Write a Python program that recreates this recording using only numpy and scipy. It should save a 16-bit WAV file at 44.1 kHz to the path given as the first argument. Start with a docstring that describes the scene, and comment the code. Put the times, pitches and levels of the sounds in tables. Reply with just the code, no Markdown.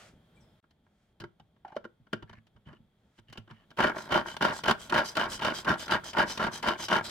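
"""A cord-pulled food chopper cuts carrots on a plastic board in a quiet kitchen.
First the lid is lifted, set on the bowl and gripped, with knocks, rubs and hollow notes of trapped air.
Then each pull of the cord whirls the blades through the chunks, and a spring rattles the cord back in.
The hits make the plastic bowl, lid and board ring. Behind it are a low drone, a faint hiss,
rustling sleeves and one far tinkle of metal."""
import sys
import numpy as np
from scipy import signal
from scipy.fft import rfft, irfft, next_fast_len
from scipy.io import wavfile
from scipy.ndimage import uniform_filter1d, map_coordinates

SR = 44100
rng = np.random.default_rng(int(sys.argv[2]) if len(sys.argv) > 2 else 0)


def unload_audio(sound):
    """Save the sound as a 16-bit wav file, at the path given as the first command line argument."""
    columns = np.transpose(np.atleast_2d(sound))
    # keep every value between -1 and 1, then stretch to whole-number steps
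    steps = np.round(np.clip(columns, -1, 1) * 32767)
    wavfile.write(sys.argv[1], SR, steps.astype(np.int16))


N = 313110
TIME = np.arange(N) / SR

# How long the kitchen echoes. Each row: frequency in Hz, seconds to fade by 60 dB.
ECHO_TIMES = [(150, 0.29), (1500, 0.23), (10000, 0.15)]
# How much left and right differ. Each row: frequency in Hz, level of the difference in dB.
STEREO_WIDTH = [(60, -30), (180, -19.5), (550, -7.5), (1650, -4.5), (4970, -2), (15000, 1.5)]
# Background, in two stretches with a brief gap. Each row: time in seconds, drone in dB, hiss in dB.
AIR_LEVELS = [
    [(0.0, -63, -77), (0.418, -60, -72.5), (0.6, -64.5, -75.5)],
    [(0.63, -70, -83.5), (3.31, -68.5, -81), (3.76, -63.5, -75.5)],
]
# Sleeves, one list for each rustle. Each row: time in seconds, level in dB.
RUSTLES = [
    [(0.0, -55), (0.086, -60.5), (0.18, -89)],
    [(.84, -90), (1.03, -80.5), (1.13, -87)],
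    [(2.98, -88), (3.15, -80.5), (3.2, -66)],
]
# Far metal scrapes, then rings. Each row: start in seconds, level in dB.
METAL_SCRAPES = [(0.352, -74), (0.402, -74)]
# Its ringing notes. Each row: start in seconds, pitch in Hz, level in dB, seconds to fade by 60 dB.
METAL_NOTES = [(.365, 2340, -65, 0.13), (.405, 5780, -68, .1), (.41, 5110, -74, 0.46)]
# The tone of four kinds of noise. Each row: frequency in Hz, level in dB.
DRONE_TONE = [(15, -58), (25, -0.5), (214, -4.5), (275, -12.5), (424, -16.5), (617, -21), (910, -21.5),
              (1540, -120)]
HISS_TONE = [(400, -40), (616, -10.5), (789, -29), (1090, -17.5), (1200, -21), (1310, -18), (2970, -27.5),
             (3210, -17), (3870, -26.5), (5270, -36), (16000, -42)]
RUSTLE_TONE = [(180, -46), (300, -17.5), (614, -5.5), (961, -17), (1320, -9), (3400, -17.5), (7820, -23.5),
               (16000, -45)]
CRACK_TONE = [(1470, -1), (2500, -5), (3010, -12), (3440, -16.5), (4080, -3.5), (6500, -16), (16000, -30.5)]
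# The notes each part rings at. Each row: pitch in Hz, width in Hz (narrow rings longer), level in dB.
COUNTER_NOTES = [(69, 110, 3.5), (107.6, 9, 2.5), (148, 37, 0), (223, 12, -3.5)]
HANDLE_NOTES = [(1140, 400, 2), (1765, 100, 0), (2190, 250, -6), (2970, 100, -1)]
BOARD_NOTES = [(112, 42, -15), (215.4, 66, 2), (359, 32, 0.5)]
BOWL_NOTES = [(619, 57, 0.5), (926, 99, 4), (1094, 91, 1), (1404, 71, 4.5), (1597, 53, 1.5),
              (1872, 130, -5), (2245, 120, -8)]
LID_NOTES = [(2975, 110, -1.5), (3009, 170, 2.5), (3642, 96, -7), (4160, 91, -13.5), (4290, 300, -19.5),
             (4830, 78, -9.5), (5720, 119, -13)]
PAWL_NOTES = [(3120, 38, 5.5), (3450, 170, 0.5), (4000, 90, 1), (4880, 34, 2.5), (5080, 360, 1),
              (6000, 120, 2), (7720, 1240, 2), (11340, 460, -8.5)]  # the pawl is the small catch that rides over a toothed wheel
# Soft bumps of hands and bowl on the board. Each row: start in seconds, level in dB.
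BUMPS = [(1.204, -39), (1.229, -37), (1.398, -48), (1.999, -46.5), (2.135, -35), (2.223, -37),
         (2.303, -42.5), (2.37, -43), (2.551, -47), (2.662, -35), (2.699, -44), (2.796, -47.5),
         (3.183, -48), (3.287, -41.5), (3.329, -52), (3.374, -33), (3.502, -37.5)]
# Air between lid and bowl, lower as the lid closes. Each row: start in seconds, level in dB, pitch in Hz.
HOLLOW_NOTES = [(1.235, -31, 385), (1.399, -44, 860), (1.648, -27, 845), (1.666, -36, 770),
                (1.682, -38, 734), (1.703, -40, 796), (1.72, -38, 870), (1.727, -40, 856),
                (1.746, -37, 755), (1.764, -18.5, 580), (1.851, -35, 510), (2.131, -26, 368),
                (2.139, -25, 357), (2.227, -35, 373)]
# Fingers rub lid and handle. Each row: start in seconds, length in seconds, level in dB.
RUBS = [(1.65, 0.16, -61.5), (2.265, 0.14, -58), (2.649, 0.14, -58.5), (3.266, 0.162, -61),
        (3.483, 0.18, -59.5)]
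# Knocks of lid, bowl and hands. Each row: start in seconds, level in dB, brightness in dB.
KNOCKS = [(.639, -57.5, -19), (0.707, -72.5, 7.5), (0.864, -62, -18), (1.201, -40.5, 1), (1.215, -41, -8),
          (1.238, -35.5, -12), (1.397, -54, -3), (1.563, -62, -14), (1.648, -44, -17), (1.679, -56.5, -3),
          (1.72, -45, -17.5), (1.755, -64, 3), (1.764, -30, -12.5), (1.841, -42.5, -10.5), (1.85, -41, -16),
          (2.067, -54, -15), (2.129, -25, -6.5), (2.224, -39.5, -10), (2.294, -45.5, -6.5),
          (2.329, -42, -8.5), (2.468, -71.5, 8), (2.562, -52, -11.5), (2.686, -45.5, -38),
          (2.728, -45.5, -14.5), (3.178, -59.5, -2.5), (3.186, -49.5, -3), (3.298, -68, 8.5),
          (3.326, -54.5, 10), (3.354, -48, -11), (3.374, -39, 1), (3.475, -52.5, -11), (3.508, -42.5, -8.5),
          (3.704, -60, 5.5), (3.712, -49, -9)]
# The spring winds the cord back. Each row: start in seconds, length in seconds, level in dB.
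REWINDS = [(3.942, 0.15, -53.5), (4.249, 0.11, -48), (4.511, 0.11, -47), (4.778, 0.12, -51),
           (5.031, 0.12, -48), (5.278, 0.12, -45), (5.529, 0.11, -44), (5.772, 0.11, -44.5),
           (6.036, 0.094, -46), (6.256, 0.13, -45), (6.511, 0.1, -44.5), (6.775, 0.11, -43.5),
           (7.027, 0.12, -45)]
# The pawl snaps over a tooth. Each row: start in seconds, level in dB.
PAWL_SNAPS = [(4.262, -46), (4.814, -51), (5.052, -46), (6.04, -36.5), (6.298, -38), (6.575, -39.5),
              (6.802, -48.5), (6.844, -48)]
# Pulls of the cord. Each row: start, spin-up time and length in seconds, whirl in dB, clutch click in dB.
PULLS = [(3.771, 0.017, 0.16, -28, -35.5), (4.089, 0.021, 0.15, -29.5, -41),
         (4.404, 0.0061, 0.15, -31, -58), (4.636, 0.04, 0.12, -27, -24), (4.896, 0.042, 0.16, -29, -25.5),
         (5.152, 0.017, 0.14, -30, -28.5), (5.392, 0.026, 0.16, -31, -33.5),
         (5.646, 0.035, 0.13, -30.5, -31), (5.879, 0.028, 0.12, -29.5, -31), (6.131, 0.04, 0.14, -30, -31),
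         (6.374, 0.023, 0.14, -34, -23.5), (6.626, .008, 0.15, -33.5, -25.5), (6.883, 0.02, 0.14, -30, -24)]
# Hard blade strikes. Each row: start in seconds, level in dB, brightness in dB.
CHOPS = [(3.788, -13, -18), (3.803, -2, -24), (3.835, -11, -20), (3.869, -17, -32), (3.983, -20, -16),
         (4.106, -25, -32), (4.121, -14.5, -10), (4.142, -19, -22), (4.156, -26, -11), (4.175, -6.5, -21),
         (4.284, -19, -14), (4.366, -17, -11), (4.415, -22, -13), (4.422, -8.5, -12), (4.449, -6, -19),
         (4.657, -21, -4), (4.68, -10.5, -9.5), (4.71, -7, -8.5), (4.923, -7, -22.5), (4.942, -14, -12.5),
         (4.981, -18, -25), (4.984, -23, -3.5), (5.168, -20, 1), (5.195, -12, -20), (5.266, -30, -20),
         (5.426, -24, -8), (5.447, -9, -12.5), (5.483, -11, -44), (5.52, -13.5, -44), (5.675, -32, -19),
         (5.69, -22, -16), (5.714, -29, -10), (5.909, -22, 0.5), (5.92, -5, -16), (5.934, -12, -25),
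         (6.182, -25.5, 1), (6.195, -7, -25.5), (6.225, -12, -26), (6.41, -24, -15), (6.438, -14.5, -15.5),
         (6.467, -13.5, -23), (6.663, -14.5, -21), (6.673, -12, -14), (6.684, -10.5, -10),
         (6.914, -30, -20), (6.928, -14.5, -8.5), (6.963, -11, -12.5), (7.009, -16, -28)]


def amp(db):
    """Turn decibels into a number to multiply by."""
    return 10 ** (np.asarray(db) / 20)


def unit(x):
    """Scale a signal to an average power of 1."""
    return x / np.sqrt(np.mean(x ** 2) + 1e-20)


def along(points, hz):
    """Read between the rows of a frequency table, on a log scale."""
    freqs, values = np.transpose(points)
    return np.interp(np.log(hz + 1), np.log(freqs + 1), values)


def curves(stretches):
    """Join timed rows into one curve per column; the first curve is silent between stretches."""
    silence = lambda row, step: (row[0] + step, -120, *row[2:])
    rows = [row for part in stretches for row in (silence(part[0], -.004), *part, silence(part[-1], .004))]
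    times, *columns = np.transpose(sorted(rows))
    return [np.interp(TIME, times, column) for column in columns]


def strokes(start, rise, length, db, fall_s, sag_db, edge_db, crest_db):
    """Level in dB of sagging strokes; edge_db shifts their two ends and crest_db their middle."""
    shapes = [[(s, level + edge_db), (s + up, level),
               (s + (up + span - fall_s) / 2, level + sag_db / 2 + crest_db),
               (s + span - fall_s, level + sag_db), (s + span, level + sag_db + edge_db)]
              for s, up, span, level in np.broadcast(start, rise, length, db)]
    return curves(shapes)[0]


def bursts(times, levels_db, decay_s, rise_s):
    """Short pushes that rise fast and die away."""
    out = np.zeros(N + SR)
    t = np.arange(int(decay_s * 7 * SR)) / SR
    for start, db in np.broadcast(times, levels_db):
        out[round(start * SR):][:len(t)] += amp(db) * np.exp(-t / decay_s) * (1 - np.exp(-t / rise_s))
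    return out[:N]


def taps(per_second, spread_db, bed_db):
    """Random taps of uneven size on top of a steady push."""
    hit = rng.random(N) < per_second / SR
    size = hit * amp(spread_db * np.minimum(rng.exponential(size=N), 2))
    return unit(unit(size) + amp(bed_db))


def wander(per_second):
    """A curve that slides from one random value to the next."""
    return np.interp(TIME * per_second, np.arange(600), rng.standard_normal(600))


def filtered(x, response):
    """Turn each frequency up or down by response(hz)."""
    size = next_fast_len(N + 8192)
    return irfft(rfft(x, size) * response(np.fft.rfftfreq(size, 1 / SR)), size)[..., :N]


def noise(tone, force=1):
    """Noise with the given tone, loud where the force is strong."""
    colour = lambda x: filtered(x, lambda hz: amp(along(tone, hz)))
    white = rng.standard_normal((2, N))
    return colour(force * white) / np.std(colour(white))


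def ring(force, notes, wander_db=0, detune=0):
    """Each tap rings each note at a random strength; notes swell and fade as the contact point roams."""
    out, power = np.zeros((2, N)), 0
    for hz, width, db in notes:
        for shift in (-detune, detune):  # each note is a close pair
            decay = np.exp(-np.pi * max(width, 10) / SR)
            angle = 2 * np.pi * hz * (1 + shift) / SR
            share = rng.standard_normal(out.shape) * unit(amp(wander_db * wander(per_second=14)))
            note = signal.lfilter([np.sin(angle)], [1, -2 * decay * np.cos(angle), decay ** 2], force * share)
            out += amp(db) * np.sqrt(width) * note
            power += amp(db) ** 2 * width / (1 - decay ** 2) / 2
    return out / np.sqrt(power)


def widen(pair, lag_share=0.35):
    """Make left and right from a middle and a side signal; they differ most in the treble."""
    middle, side = pair
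    gain = lambda hz: amp(along(STEREO_WIDTH, hz))
    shifted = filtered(middle, lambda hz: 1j * gain(hz))  # moved by a quarter of a wave
    side = np.sqrt(1 - lag_share ** 2) * filtered(side, gain) + lag_share * shifted
    return np.array([middle + side, middle - side])


def kitchen_echo(x):
    """The room answers with a short echo whose high notes die first."""
    hz, t, spectrum = signal.stft(rng.standard_normal((2, SR // 2)), SR, nperseg=256)
    fade = amp(-60 * t / along(ECHO_TIMES, hz)[:, None])
    tail = signal.istft(spectrum * fade, SR, nperseg=256)[1]
    return signal.fftconvolve(x, tail / np.linalg.norm(tail[0]), axes=1)[:, :N]


def background():
    """A wavering drone and a hiss, both louder during the chopping, plus sleeves and a far tinkle."""
    while_chopping = [(seconds, -55, -62) for seconds in (3.77, 7.2)]
    drone_db, hiss_db = curves([*AIR_LEVELS, while_chopping])
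    sounding = drone_db > -110  # off in the brief gaps
    waver_db = 2 * map_coordinates(rng.standard_normal(90), [TIME * 12])
    out = amp(drone_db + waver_db) * noise(DRONE_TONE) + sounding * amp(hiss_db) * noise(HISS_TONE)
    out += amp(curves(RUSTLES)[0]) * noise(RUSTLE_TONE)
    out += ring(bursts(*np.transpose(METAL_SCRAPES), decay_s=0.023, rise_s=0.01), [(7950, 500, 0)])
    for start, hz, db, fade_s in METAL_NOTES:
        t = np.maximum(TIME - start, 0)
        level = amp(db - 60 * t / fade_s + 2.5 * wander(71.3)) * (1 - np.exp(-t / 0.0049))
        out += sounding * level * np.sin(2 * np.pi * hz * t)
    return out


def counter_bumps():
    """Soft pushes make the counter under the board thud."""
    return ring(bursts(*np.transpose(BUMPS), decay_s=0.012, rise_s=0.0028), COUNTER_NOTES)


def trapped_air(rise_s=0.0014, decay_s=0.0045):
    """The scraping lid sounds the air in the bowl: short, soft notes with a slight wobble."""
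    out, t = np.zeros((2, N)), TIME[:SR // 10]
    for start, db, hz in HOLLOW_NOTES:
        level = bursts(0, db, decay_s, rise_s)[:len(t)] * (1 - np.exp(-t / rise_s))
        note = level * np.sin(2 * np.pi * hz * t + wander(240)[:len(t)])
        side_share = 0.49 * rng.standard_normal()
        out[:, round(start * SR):][:, :len(t)] += note * [[1], [side_share]]
    return out


def finger_rubs(edge_s=0.019):
    """Fingers scrape over the plastic, easing off as they go."""
    start, length, db = np.transpose(RUBS)
    level_db = strokes(start, edge_s, length, db, edge_s, sag_db=-5, edge_db=-26, crest_db=-3)
    rub = amp(level_db) * taps(per_second=250, spread_db=2, bed_db=-1)
    return ring(rub, HANDLE_NOTES, wander_db=8, detune=0.02) + amp(-17.5) * noise(CRACK_TONE, rub)


def plastic(forces):
    """Three forces ring the bowl, lid and board; a fourth crunches without ringing."""
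    bowl, lid, board, snap = forces
    crunch = np.sqrt(np.abs(uniform_filter1d(snap ** 2, size=90)))
    return (ring(bowl, BOWL_NOTES, wander_db=2, detune=0.018)
            + ring(lid, LID_NOTES, wander_db=3, detune=0.018)
            + ring(board, BOARD_NOTES, wander_db=2.5, detune=0.036)
            + noise(CRACK_TONE, crunch))


def hand_knocks():
    """Forces on the plastic: each knock is a cluster of tiny taps, and bright ones crunch more."""
    start, db, bright_db = np.transpose(KNOCKS)
    grain = taps(per_second=2800, spread_db=0, bed_db=-5)
    knock = grain * bursts(start, db, decay_s=0.0052, rise_s=0.0017)
    sharp = grain * bursts(start, db + bright_db, decay_s=0.0052, rise_s=0.0013)
    snap = grain * bursts(start, db + 1.67 * bright_db, decay_s=0.0052, rise_s=0.0019)
    return np.array([knock, sharp, amp(-0.5) * knock, amp(-1.5) * snap])


def chunk_size(big_until_s=3.946, shrink_s=0.49):
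    """1 while the carrot is in big chunks, falling toward 0 as it is minced."""
    return np.exp(-np.maximum(TIME - big_until_s, 0) / shrink_s)


def rewind_db(edge_db, crest_db, rise_s=0.022, fall_s=0.018, sag_db=-7):
    """How loud the cord is as it reels in."""
    start, length, db = np.transpose(REWINDS)
    return strokes(start, rise_s, length, db, fall_s, sag_db, edge_db, crest_db)


def tumbling_chunks():
    """Forces of chunks that drop on bowl and board as the cord reels in; small pieces are quieter."""
    level_db = rewind_db(edge_db=-4, crest_db=1) + 17.5 * chunk_size() - 2.5
    tumble = amp(level_db) * taps(per_second=120, spread_db=5, bed_db=-6)
    return np.array([tumble, np.zeros(N), amp(-9.5) * tumble, np.zeros(N)])


def spring_rattle():
    """The pawl chatters as the spring reels the cord in, catching harder now and then."""
    level_db = rewind_db(edge_db=-20, crest_db=5) + 1.8 * wander(60)
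    chatter = amp(level_db) * taps(per_second=700, spread_db=2.5, bed_db=-3)
    chatter += bursts(*np.transpose(PAWL_SNAPS), decay_s=0.0053, rise_s=0.0026)
    return ring(chatter, PAWL_NOTES, wander_db=5, detune=0.024) + amp(-4) * noise(CRACK_TONE, chatter)


def blades():
    """Forces of each pull: the clutch clicks, then the blades cut chunks and fling them at the bowl."""
    start, spin_up, length, whirl_db, click_db = np.transpose(PULLS)
    pull = lambda **shape: strokes(start, spin_up, length, whirl_db, fall_s=0.032, sag_db=-3.5, **shape)
    whirl = amp(pull(edge_db=-17, crest_db=6)) * taps(per_second=200, spread_db=2, bed_db=-4)
    # The blade tips ping the plastic only at speed, and less among big chunks.
    tips_db = pull(edge_db=-40, crest_db=8) - 12 - 4 * chunk_size()
    pings = amp(tips_db) * taps(per_second=350, spread_db=4, bed_db=-2)
    chop_start, chop_db, bright_db = np.transpose(CHOPS)
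    strike = bursts(chop_start, chop_db, decay_s=0.0015, rise_s=0.0026)
    strike += bursts(start, click_db + 1.5, decay_s=0.0021, rise_s=0.0049)
    sharp = bursts(chop_start, chop_db + bright_db, decay_s=0.0029, rise_s=0.0031)
    sharp += bursts(start, click_db, decay_s=0.0041, rise_s=0.0049)
    bowl = whirl + strike
    return np.array([bowl, pings + sharp, amp(-8) * bowl, amp(-5.5) * pings + amp(0.5) * sharp])


def scene():
    """The chopper, its echo and the background, in stereo."""
    body = plastic(blades() + tumbling_chunks() + hand_knocks())
    chopper = widen(body + spring_rattle() + finger_rubs() + trapped_air() + counter_bumps())
    return chopper + amp(-14.5) * kitchen_echo(chopper) + widen(background())


def record(dry, bass_hz=80, top_hz=15850):
    """The microphone loses the deepest bass, and nothing above top_hz is kept."""
    return filtered(dry, lambda hz: (hz < top_hz) * 1j * hz / (bass_hz + 1j * hz))


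dry = scene()
out = record(dry)
unload_audio(out)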